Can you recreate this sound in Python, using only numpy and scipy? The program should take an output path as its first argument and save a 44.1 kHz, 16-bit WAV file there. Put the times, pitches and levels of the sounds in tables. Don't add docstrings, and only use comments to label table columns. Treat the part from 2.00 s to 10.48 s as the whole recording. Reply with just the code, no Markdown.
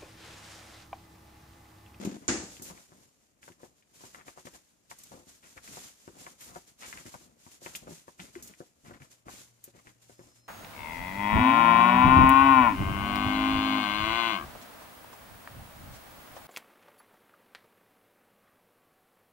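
import sys
import numpy as np
from scipy import signal
from scipy.fft import rfft, irfft
from scipy.io import wavfile
from scipy.ndimage import uniform_filter1d

SR = 44100
rng = np.random.default_rng(int(sys.argv[2]) if len(sys.argv) > 2 else 0)


def to_wav(sig):
    pcm = np.clip(np.atleast_2d(sig), -1, 1) * 32767
    pcm = np.round(pcm).astype(np.int16)
    wavfile.write(sys.argv[1], SR, pcm.T)


N = 373968
TIME = np.arange(N) / SR

# (time [s], level [dB], brightness of the contact [Hz], ring time against the free mode [ratio])
DOOR_BLOWS = [(0.0, -6, 260, 0.67), (0.0502, 1, 390, 0.14), (0.063, 5, 230, 0.37), (0.0733, 9, 240, 0.3),
              (0.118, -8, 301, 0.88), (0.166, -5, 282, 0.11), (0.2815, -10, 2470, 0.79),
              (0.2937, -6.5, 900, 1.4), (0.435, -9, 400, 0.26)]
# (frequency [Hz], level [dB], t60 [s])
DOOR_MODES = [(80.5, -65, 0.52), (157, -52, 0.29), (205, -31.5, 0.25), (234, -33.5, 0.29),
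              (279, -32.5, 0.41), (309.5, -31.5, 0.31), (324.5, -38.5, 0.33), (342.6, -32.5, 0.34),
              (482, -41, 0.48), (1435, -32, 0.28), (1700, -50, 0.37), (1780, -41.5, 0.3), (1950, -33, .3),
              (2260, -46, 0.42)]
# (centre [Hz], level [dB], t60 [s])
SHUDDER = [(70.3, -45, 0.78), (143, -47.5, 0.71), (285, -33.5, 0.42), (642, -42, 0.65), (1557, -36, 0.44),
           (2220, -39, 0.45), (3500, -49.5, 0.84), (5050, -38, 0.29), (5900, -38.5, 0.64)]


def door(panel_db=0, shudder_db=0, bump_s=.2815, spread_s=0.0016):
    out, t = np.zeros((2, N)), TIME[:SR]
    build_up = 1 - np.exp(-t / spread_s)
    for s, db, bright_hz, ring in DOOR_BLOWS:
        for hz, mode_db, t60 in DOOR_MODES:
            size = amp(panel_db + db + mode_db) / (1 + (hz / bright_hz) ** 4)
            decay = amp(-60 * t / (t60 * ring))
            add(out, s, size * build_up * np.sin(2 * np.pi * hz * t) * decay)
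    for hz, db, t60 in SHUDDER:
        onset = np.minimum(t / 0.0011, 1)
        decay = amp(shudder_db + db - 60 * t / t60)
        add(out, bump_s, band_noise(hz, len(t)) * decay * onset)
    return out


# (time [s], level [dB])
LATCH = [(0.0495, -38), (0.2800, -17.5), (0.2873, -26), (0.2867, -25), (0.2905, -37)]


def latch(ring_hz=6750, cycles=1.84):
    out = np.zeros(N)
    for s, db in LATCH:
        add(out, s, amp(db) * ping(ring_hz, cycles))
    return room(out, early_db=-5, tail_db=-5.5)


# (time [s], pat level [dB], pitch [Hz], slap level [dB])
PATS = [(.597, -40.5, 232, -50), (0.618, -39.5, 240, -49), (0.7009, -48, 304, -45), (.919, -48, 253, -59),
        (1.479, -43, 550, -44), (1.5013, -44, 240, -63), (1.632, -35, 440, -47), (2.0373, -43, 274, -45.5),
        (2.1463, -50, 636, -59), (2.2811, -37.5, 610, -42), (2.3753, -39, 660, -59),
        (2.4523, -40.5, 235, -54), (2.4694, -36, 510, -41), (2.9134, -40.5, 540, -39),
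        (3.1187, -37.5, 720, -66), (3.142, -43, 317, -66), (3.269, -50.5, 220, -66),
        (3.5634, -47.5, 380, -65), (3.771, -33.5, 720, -60), (4.077, -36, 300, -43.5),
        (4.267, -37, 760, -41), (4.559, -34, 634, -38), (4.5643, -33, 580, -57), (5.055, -40, 251, -56),
        (5.1401, -41.5, 610, -37), (5.4646, -46, 204, -51), (5.6188, -42, 510, -63),
        (5.6617, -33.5, 507, -36), (5.9088, -35, 308, -55), (6.08, -39.5, 456, -44), (6.195, -44, 216, -45),
        (6.604, -32, 382, -45.5), (6.9087, -37.5, 440, -43), (7.0035, -45, 185, -64),
        (7.2834, -32, 754, -40), (7.6774, -45.5, 345, -60), (7.7487, -50, 356, -67),
        (8.0963, -42, 440, -55), (8.1922, -41, 326, -51)]
# (time [s], level [dB], pitch [Hz])
SNAPS = [(.5676, -41, 2720), (.7763, -45, 2010), (1.4301, -42, 2000), (1.4782, -50, 1940),
         (1.5199, -50.5, 2000), (1.8245, -56, 2230), (2.147, -34.5, 1640), (2.2119, -44, 1620),
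         (2.2811, -38, 1830), (2.4553, -51, 2100), (2.4694, -39, 1950), (2.5387, -50, 2490),
         (2.9137, -36.5, 1650), (3.5778, -36, 1830), (3.6769, -39, 1860), (4.2654, -38, 2000),
         (4.9278, -29.5, 1790), (4.9745, -34, 1830), (4.9864, -40, 1900), (5.0627, -41, 1670),
         (5.6617, -29.5, 1880), (5.7516, -26, 2680), (6.1945, -40.5, 1720), (6.2003, -30.5, 2600),
         (6.3538, -35.5, 1730), (6.5376, -45, 1930), (7.0201, -42, 1980), (7.2828, -57, 1260),
         (7.871, -40.5, 1860)]
# (time [s], level [dB], pitch [Hz], swing up to its peak [cycles])
FLOOR_KNOCKS = [(0.7, -46.5, 182, 1.9), (0.927, -59, 197, 3.7), (3.565, -54.5, 59.5, 0.73),
                (4.562, -54, 50, .6), (5.912, -47.5, 158, 2.2), (6.195, -46.5, 182, 2.6),
                (6.3578, -38, 344, 1.64), (6.881, -47, 170, 0.68), (7.011, -51, 141, 1.55)]
THUMP_DB, THUMP_HZ, THUMP_CYCLES = -20, 178, 1.37


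def footsteps(pat_db=-1, slap_db=-1, slap_hz=1080, snap_db=0, knock_db=0):
    pat_rows = [row[:3] for row in PATS]
    slap_rows = [(s, db, slap_hz) for s, _, _, db in PATS]
    pats = contacts(pat_rows, cycles=0.4, settle_s=0.0068, settle_db=-2.5)
    slaps = contacts(slap_rows, cycles=0.75, settle_s=0.00097, settle_db=7.5)
    snaps = contacts(SNAPS, cycles=0.71, settle_s=0.002, settle_db=-1)
    knocks = np.zeros(N)
    for s, db, hz, cycles in FLOOR_KNOCKS:
        add(knocks, s, amp(db) * ping(hz, cycles))
    for s, db, _, _ in PATS:
        add(knocks, s, amp(db + THUMP_DB) * ping(THUMP_HZ, THUMP_CYCLES))
    low = amp(pat_db) * pats + amp(slap_db) * slaps + amp(knock_db) * knocks
    low = room(low, early_db=-5.0, tail_db=-21.0)
    return low + room(amp(snap_db) * snaps, early_db=-6.0, tail_db=-15)


SETTLING_DB, USUAL_PEAK_DB, SETTLING_SLOPE = -4.5, -41.5, 0.16


def contacts(table, cycles, settle_s, settle_db):
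    out, t = np.zeros(N), TIME[:SR // 8]
    for s, db, hz in table:
        after_db = SETTLING_DB - SETTLING_SLOPE * (db - USUAL_PEAK_DB)
        first = ping(hz, cycles)
        sparse_hits = rng.standard_normal(len(t)) * (rng.random(len(t)) < .05)
        flurry = sparse_hits * t * np.exp(-t / settle_s)
        flurry = signal.fftconvolve(flurry, ping(hz, cycles / 2))[:len(first)]
        flurry = signal.sosfilt(signal.butter(1, hz / 2, "highpass", fs=SR, output="sos"), flurry)
        flurry *= np.linalg.norm(first) / np.linalg.norm(flurry)
        add(out, s, amp(db) * (first + amp(after_db + settle_db) * flurry))
    return out


# (time [s], length [s], scrape level [dB], scrape pitch [Hz], rumble level [dB])
SCUFFS = [(0.211, 0.053, -65, 990, -55), (0.63, 0.22, -63, 950, -59), (0.88, 0.25, -73, 720, -64.5),
          (1.571, 0.19, -70, 630, -67), (1.995, 0.11, -62.5, 800, -66.5), (2.134, 0.15, -64.5, 1170, -63.5),
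          (2.258, 0.059, -66, 1000, -58), (2.361, 0.063, -59.5, 880, -64), (2.528, 0.067, -63.5, 900, -62),
          (3.108, 0.14, -58, 613, -57), (3.426, 0.063, -62, 1770, -64.5), (3.566, 0.029, -56.5, 1190, -76),
          (3.668, 0.15, -85, 870, -57), (4.079, 0.32, -67, 830, -63.5), (4.394, 0.049, -59, 2100, -82),
          (4.456, 0.15, -61, 810, -61), (4.814, 0.073, -50.5, 1940, -73), (4.927, 0.12, -62, 1250, -57.5),
          (5.054, 0.048, -64, 1400, -52), (5.135, 0.035, -59, 1000, -48), (5.157, 0.27, -75, 700, -65),
          (5.624, 0.25, -67, 700, -65.5), (5.814, 0.054, -70, 600, -55.5), (5.86, 0.078, -55.5, 670, -49.5),
          (6.184, 0.15, -64, 1980, -58), (6.36, 0.2, -66.5, 1410, -59), (6.832, 0.19, -60.5, 1380, -57.5),
          (6.996, 0.096, -68, 1390, -60.5), (7.254, 0.058, -60, 1010, -53.5), (7.31, 0.058, -62, 2270, -80),
          (7.733, 0.1, -68, 1530, -62.5), (7.848, 0.085, -68, 1790, -60.5), (8.178, 0.18, -69, 690, -63.5)]
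# (frequency [Hz], relative level per Hz [dB])
TREAD_COLOUR = [(20, -29), (40, -4), (60, 1), (100, -3.5), (170, -1), (290, -2), (420, -10.5), (650, -11.5),
                (1200, -30.5), (4000, -40.5)]
FLOOR_REST_DB, FLOOR_SWAY_DB = -76, -12


def scuffs(motion, scrape_db=0, rumble_db=0, spread=2.4, grain_db=5.0, catches_per_s=1800):
    scrape, weight = np.zeros(N), np.zeros(N)
    catches = rng.random(N) < catches_per_s / SR
    slips = catches * rng.standard_normal(N) * amp(grain_db * wander(0.005))
    for s, length, db, hz, weight_db in SCUFFS:
        t = TIME[:int(length * SR)]
        swell = np.sin(np.pi * (t / length) ** 0.61)
        grains = signal.lfilter(*signal.iirpeak(hz, 1 / spread, fs=SR), slips[int(s * SR):][:len(t)])
        grains = signal.sosfilt(signal.butter(2, 1.41 * hz, fs=SR, output="sos"), grains)
        add(scrape, s, amp(scrape_db + db) * swell * unit(grains))
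        add(weight, s, amp(rumble_db + weight_db) * swell)
    sway = np.hypot(amp(FLOOR_REST_DB), amp(FLOOR_SWAY_DB) * motion)
    floor = np.hypot(weight, sway) * friction(TREAD_COLOUR, grain_db=3.0, diffuse_db=-10)
    return room(scrape, early_db=-4.0, tail_db=-19.5) + floor


# (time [s], level [dB], decay [s], lower edge [Hz])
BRUSHES = [(.048, -43.5, .014, 2930), (.621, -42, 0.034, 6140), (1.429, -72, 0.0067, 3000),
           (2.455, -59, .017, 4000), (2.902, -66, 0.011, 3000), (2.986, -48.5, 0.011, 7000),
           (3.035, -45.5, 0.0083, 6000), (4.407, -49, 0.056, 5940), (5.754, -37.5, 0.013, 3000),
           (5.762, -41, .009, 5950), (6.424, -45.5, 0.033, 4970), (6.474, -46, 0.011, 5000),
           (7.64, -38, 0.01, 11400)]
# (time [s], level [dB])
DRAG = [(0, -45), (.045, -46), (.055, -40), (.1, -48), (.17, -52), (.19, -60), (.27, -60), (.33, -90)]
# (frequency [Hz], relative level per Hz [dB])
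SWISH_COLOUR = [(300, 3), (1000, -1), (2400, 0.5), (3500, 0.5), (5200, 1), (8000, 0.5), (11000, -1.5),
                (14500, -7.5)]
DRAG_COLOUR = [(25, -24), (80, -16), (210, 6), (340, -4.5), (550, -3.5), (1000, -13), (3000, -18.5),
               (7000, -23.5), (14000, -34)]


def rubbing(motion, swish_db=1.0, tick_db=-1, drag_db=0, folds_db=1.85, fold_s=0.045):
    ticks, t = np.zeros((2, N)), TIME[:SR // 4]
    for s, db, decay_s, edge_hz in BRUSHES:
        high_pass = signal.butter(2, edge_hz, "highpass", fs=SR, output="sos")
        hiss = signal.sosfilt(high_pass, rng.standard_normal((2, len(t))))
        envelope = np.minimum(t / 0.00076, 1) * np.exp(-t / decay_s)
        add(ticks, s, amp(tick_db + db) * envelope * unit(hiss))
    folds = amp(swish_db + folds_db * wander(fold_s))
    cloth = folds * motion * friction(SWISH_COLOUR, grain_db=0.98, diffuse_db=12.5)
    edge = amp(drag_db) * follow(DRAG) * friction(DRAG_COLOUR, grain_db=2.0, diffuse_db=5.0)
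    return cloth + ticks + edge


# (time [s], length [s], level [dB])
SWISHES = [(0.053, 0.35, -69), (0.396, 0.2, -61.5), (.629, 0.059, -49), (.733, 0.12, -66.5),
           (0.876, .15, -68.5), (1.411, 0.028, -60.5), (1.47, .015, -66), (1.573, 0.077, -68),
           (1.927, 0.043, -62), (1.983, 0.081, -56), (2.115, 0.065, -63.5), (2.248, 0.047, -58),
           (2.346, 0.057, -64), (2.444, 0.015, -57), (2.528, 0.024, -63.5), (2.894, 0.012, -56.5),
           (2.962, 0.11, -61.5), (3.077, .11, -61), (3.243, 0.11, -63), (3.408, 0.12, -62.5),
           (3.554, 0.017, -59), (3.597, .26, -52.5), (3.912, 0.24, -67), (4.152, .13, -57.5),
           (4.375, 0.12, -58), (4.521, 0.051, -57.5), (4.662, 0.021, -62.5), (4.778, 0.11, -52.5),
           (4.892, 0.13, -57.5), (5.041, 0.023, -58), (5.11, 0.029, -56), (5.168, 0.079, -67),
           (5.37, 0.12, -64), (5.503, 0.011, -58), (5.601, 0.082, -53.5), (5.726, 0.041, -52.5),
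           (5.867, 0.1, -56.5), (6.062, .028, -63.5), (6.17, 0.076, -59), (6.32, 0.043, -59),
           (6.424, 0.08, -62.5), (6.571, 0.016, -64), (6.833, 0.11, -64), (6.994, .043, -64),
           (7.096, 0.028, -61.5), (7.248, 0.17, -54.5), (7.629, 0.0095, -63), (7.742, 0.044, -67.5),
           (7.837, .052, -66), (8.01, 0.013, -65), (8.065, 0.048, -67), (8.166, 0.094, -65.5),
           (8.34, 0.028, -71)]
SWISH_ATTACK_S, SWISH_RISE_SHARE, SWISH_RELEASE_S, RUSTLE_DB = .011, 0.32, 0.049, -76.5


def cloth_motion():
    power = np.full(N, amp(RUSTLE_DB) ** 2)
    t = TIME[:SR * 3 // 4]
    for s, length, db in SWISHES:
        rise = np.minimum(t / (SWISH_ATTACK_S + SWISH_RISE_SHARE * length), 1)
        fall = np.exp(-np.maximum(t - length, 0) / SWISH_RELEASE_S)
        add(power, s, (amp(db) * rise * fall) ** 2)
    return np.sqrt(power)


# (frequency [Hz], relative level per Hz [dB])
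AIR_COLOUR = [(20, 13.5), (60, 14), (110, 3.5), (250, 3), (500, 8.5), (1000, 4), (3000, -3), (7000, -70),
              (14500, -11)]
# (first heard [s], fading in for [s], frequency [Hz], level [dB])
HUM = [(6.8, .6, 118.4, -72), (8.0, .2, 5222, -79.5), (8.25, .2, 4118, -85)]


def house(air_db=-78.5):
    out = amp(air_db) * friction(AIR_COLOUR, grain_db=-2.2, diffuse_db=9.5)
    for s, swell_s, hz, db in HUM:
        fade = np.clip((TIME - s) / swell_s, 0, 1)
        waver_db = 2.5 * wander(.03)
        out = out + amp(db + waver_db) * fade * unit(np.sin(2 * np.pi * hz * TIME))
    return out


def friction(points, grain_db, diffuse_db):
    noise = rng.standard_normal((3, N)) * amp(grain_db * wander(0.0044))
    return colour(ports(noise[0]) + amp(diffuse_db) * noise[1:], points)


def ping(hz, cycles):
    age = TIME[:SR // 4] * hz / cycles
    envelope = age ** 2 * np.exp(2 - 2 * age)
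    return envelope * np.sin(2 * np.pi * cycles * age)


def room(x, early_db, tail_db, t60_s=0.4, early_s=0.0069):
    t = TIME[:SR // 2]
    octaves_hz = 90 * 2 ** np.arange(8)
    scatter = sum(np.sqrt(hz) * band_noise(hz, len(t)) for hz in octaves_hz)
    early = np.clip(t / 0.0032 - 1, 0, 1) * np.exp(-t / early_s)
    early = amp(early_db) * early / np.linalg.norm(early)
    tail = np.minimum(t / 0.017, 1) * amp(-60 * t / t60_s)
    tail = amp(tail_db) * tail / np.linalg.norm(tail)
    response = unit(scatter) * np.hypot(early, tail)
    return ports(x) + signal.fftconvolve(x[None], response, axes=1)[:, :N]


PORT_LAG_S = 0.00041


def ports(x):
    return np.array([x, np.interp(TIME - PORT_LAG_S, TIME, x)])


def band_noise(hz, size):
    edges = np.minimum([hz / np.sqrt(2), hz * np.sqrt(2)], SR / 2 - 1)
    octave = signal.butter(3, edges, "bandpass", fs=SR, output="sos")
    noise = signal.sosfilt(octave, rng.standard_normal((3, 2 * size)))[:, size:]
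    shared = 1 / (1 + (hz / 650) ** 2)
    return unit(np.sqrt(shared) * noise[0] + np.sqrt(1 - shared) * noise[1:])


def colour(x, points):
    hz, db = np.transpose(points)
    f = np.maximum(np.fft.rfftfreq(x.shape[-1], 1 / SR), 1)
    gain = amp(np.interp(np.log(f), np.log(hz), db))
    return unit(irfft(rfft(x) * gain, x.shape[-1]))


def wander(span_s):
    size = max(int(span_s * SR), 2)
    smooth = uniform_filter1d(rng.standard_normal(N), size)
    return unit(uniform_filter1d(smooth, size))


def follow(curve):
    s, db = np.transpose(curve)
    return amp(np.interp(TIME, s, db))


def amp(db):
    return 10 ** (np.asarray(db) / 20)


def unit(x):
    return x / np.sqrt(np.mean(x ** 2))


def add(out, s, sound):
    i = max(int(s * SR), 0)
    out[..., i:i + sound.shape[-1]] += sound[..., :N - i]


def scene():
    motion = cloth_motion()
    return door() + latch() + footsteps() + scuffs(motion) + rubbing(motion) + house()


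def port_tube(x, hz, width_hz, boost):
    return x + boost * signal.lfilter(*signal.iirpeak(hz, hz / width_hz, fs=SR), x)


TOP_HZ = 14800


def record(dry, left_db=4.0, right_db=-0.03, left_cut_hz=90, right_cut_hz=28):
    left = amp(left_db) * port_tube(dry[0], hz=5900, width_hz=1300, boost=0.23)
    left = signal.sosfilt(signal.butter(1, left_cut_hz, "highpass", fs=SR, output="sos"), left)
    right = amp(right_db) * port_tube(dry[1], hz=6920, width_hz=1140, boost=2.38)
    right = signal.sosfilt(signal.butter(1, right_cut_hz, "highpass", fs=SR, output="sos"), right)
    top_cut = signal.ellip(10, .2, 70, TOP_HZ, fs=SR, output="sos")
    return signal.sosfilt(top_cut, np.array([left, right]))


dry = scene()
out = record(dry)
to_wav(out)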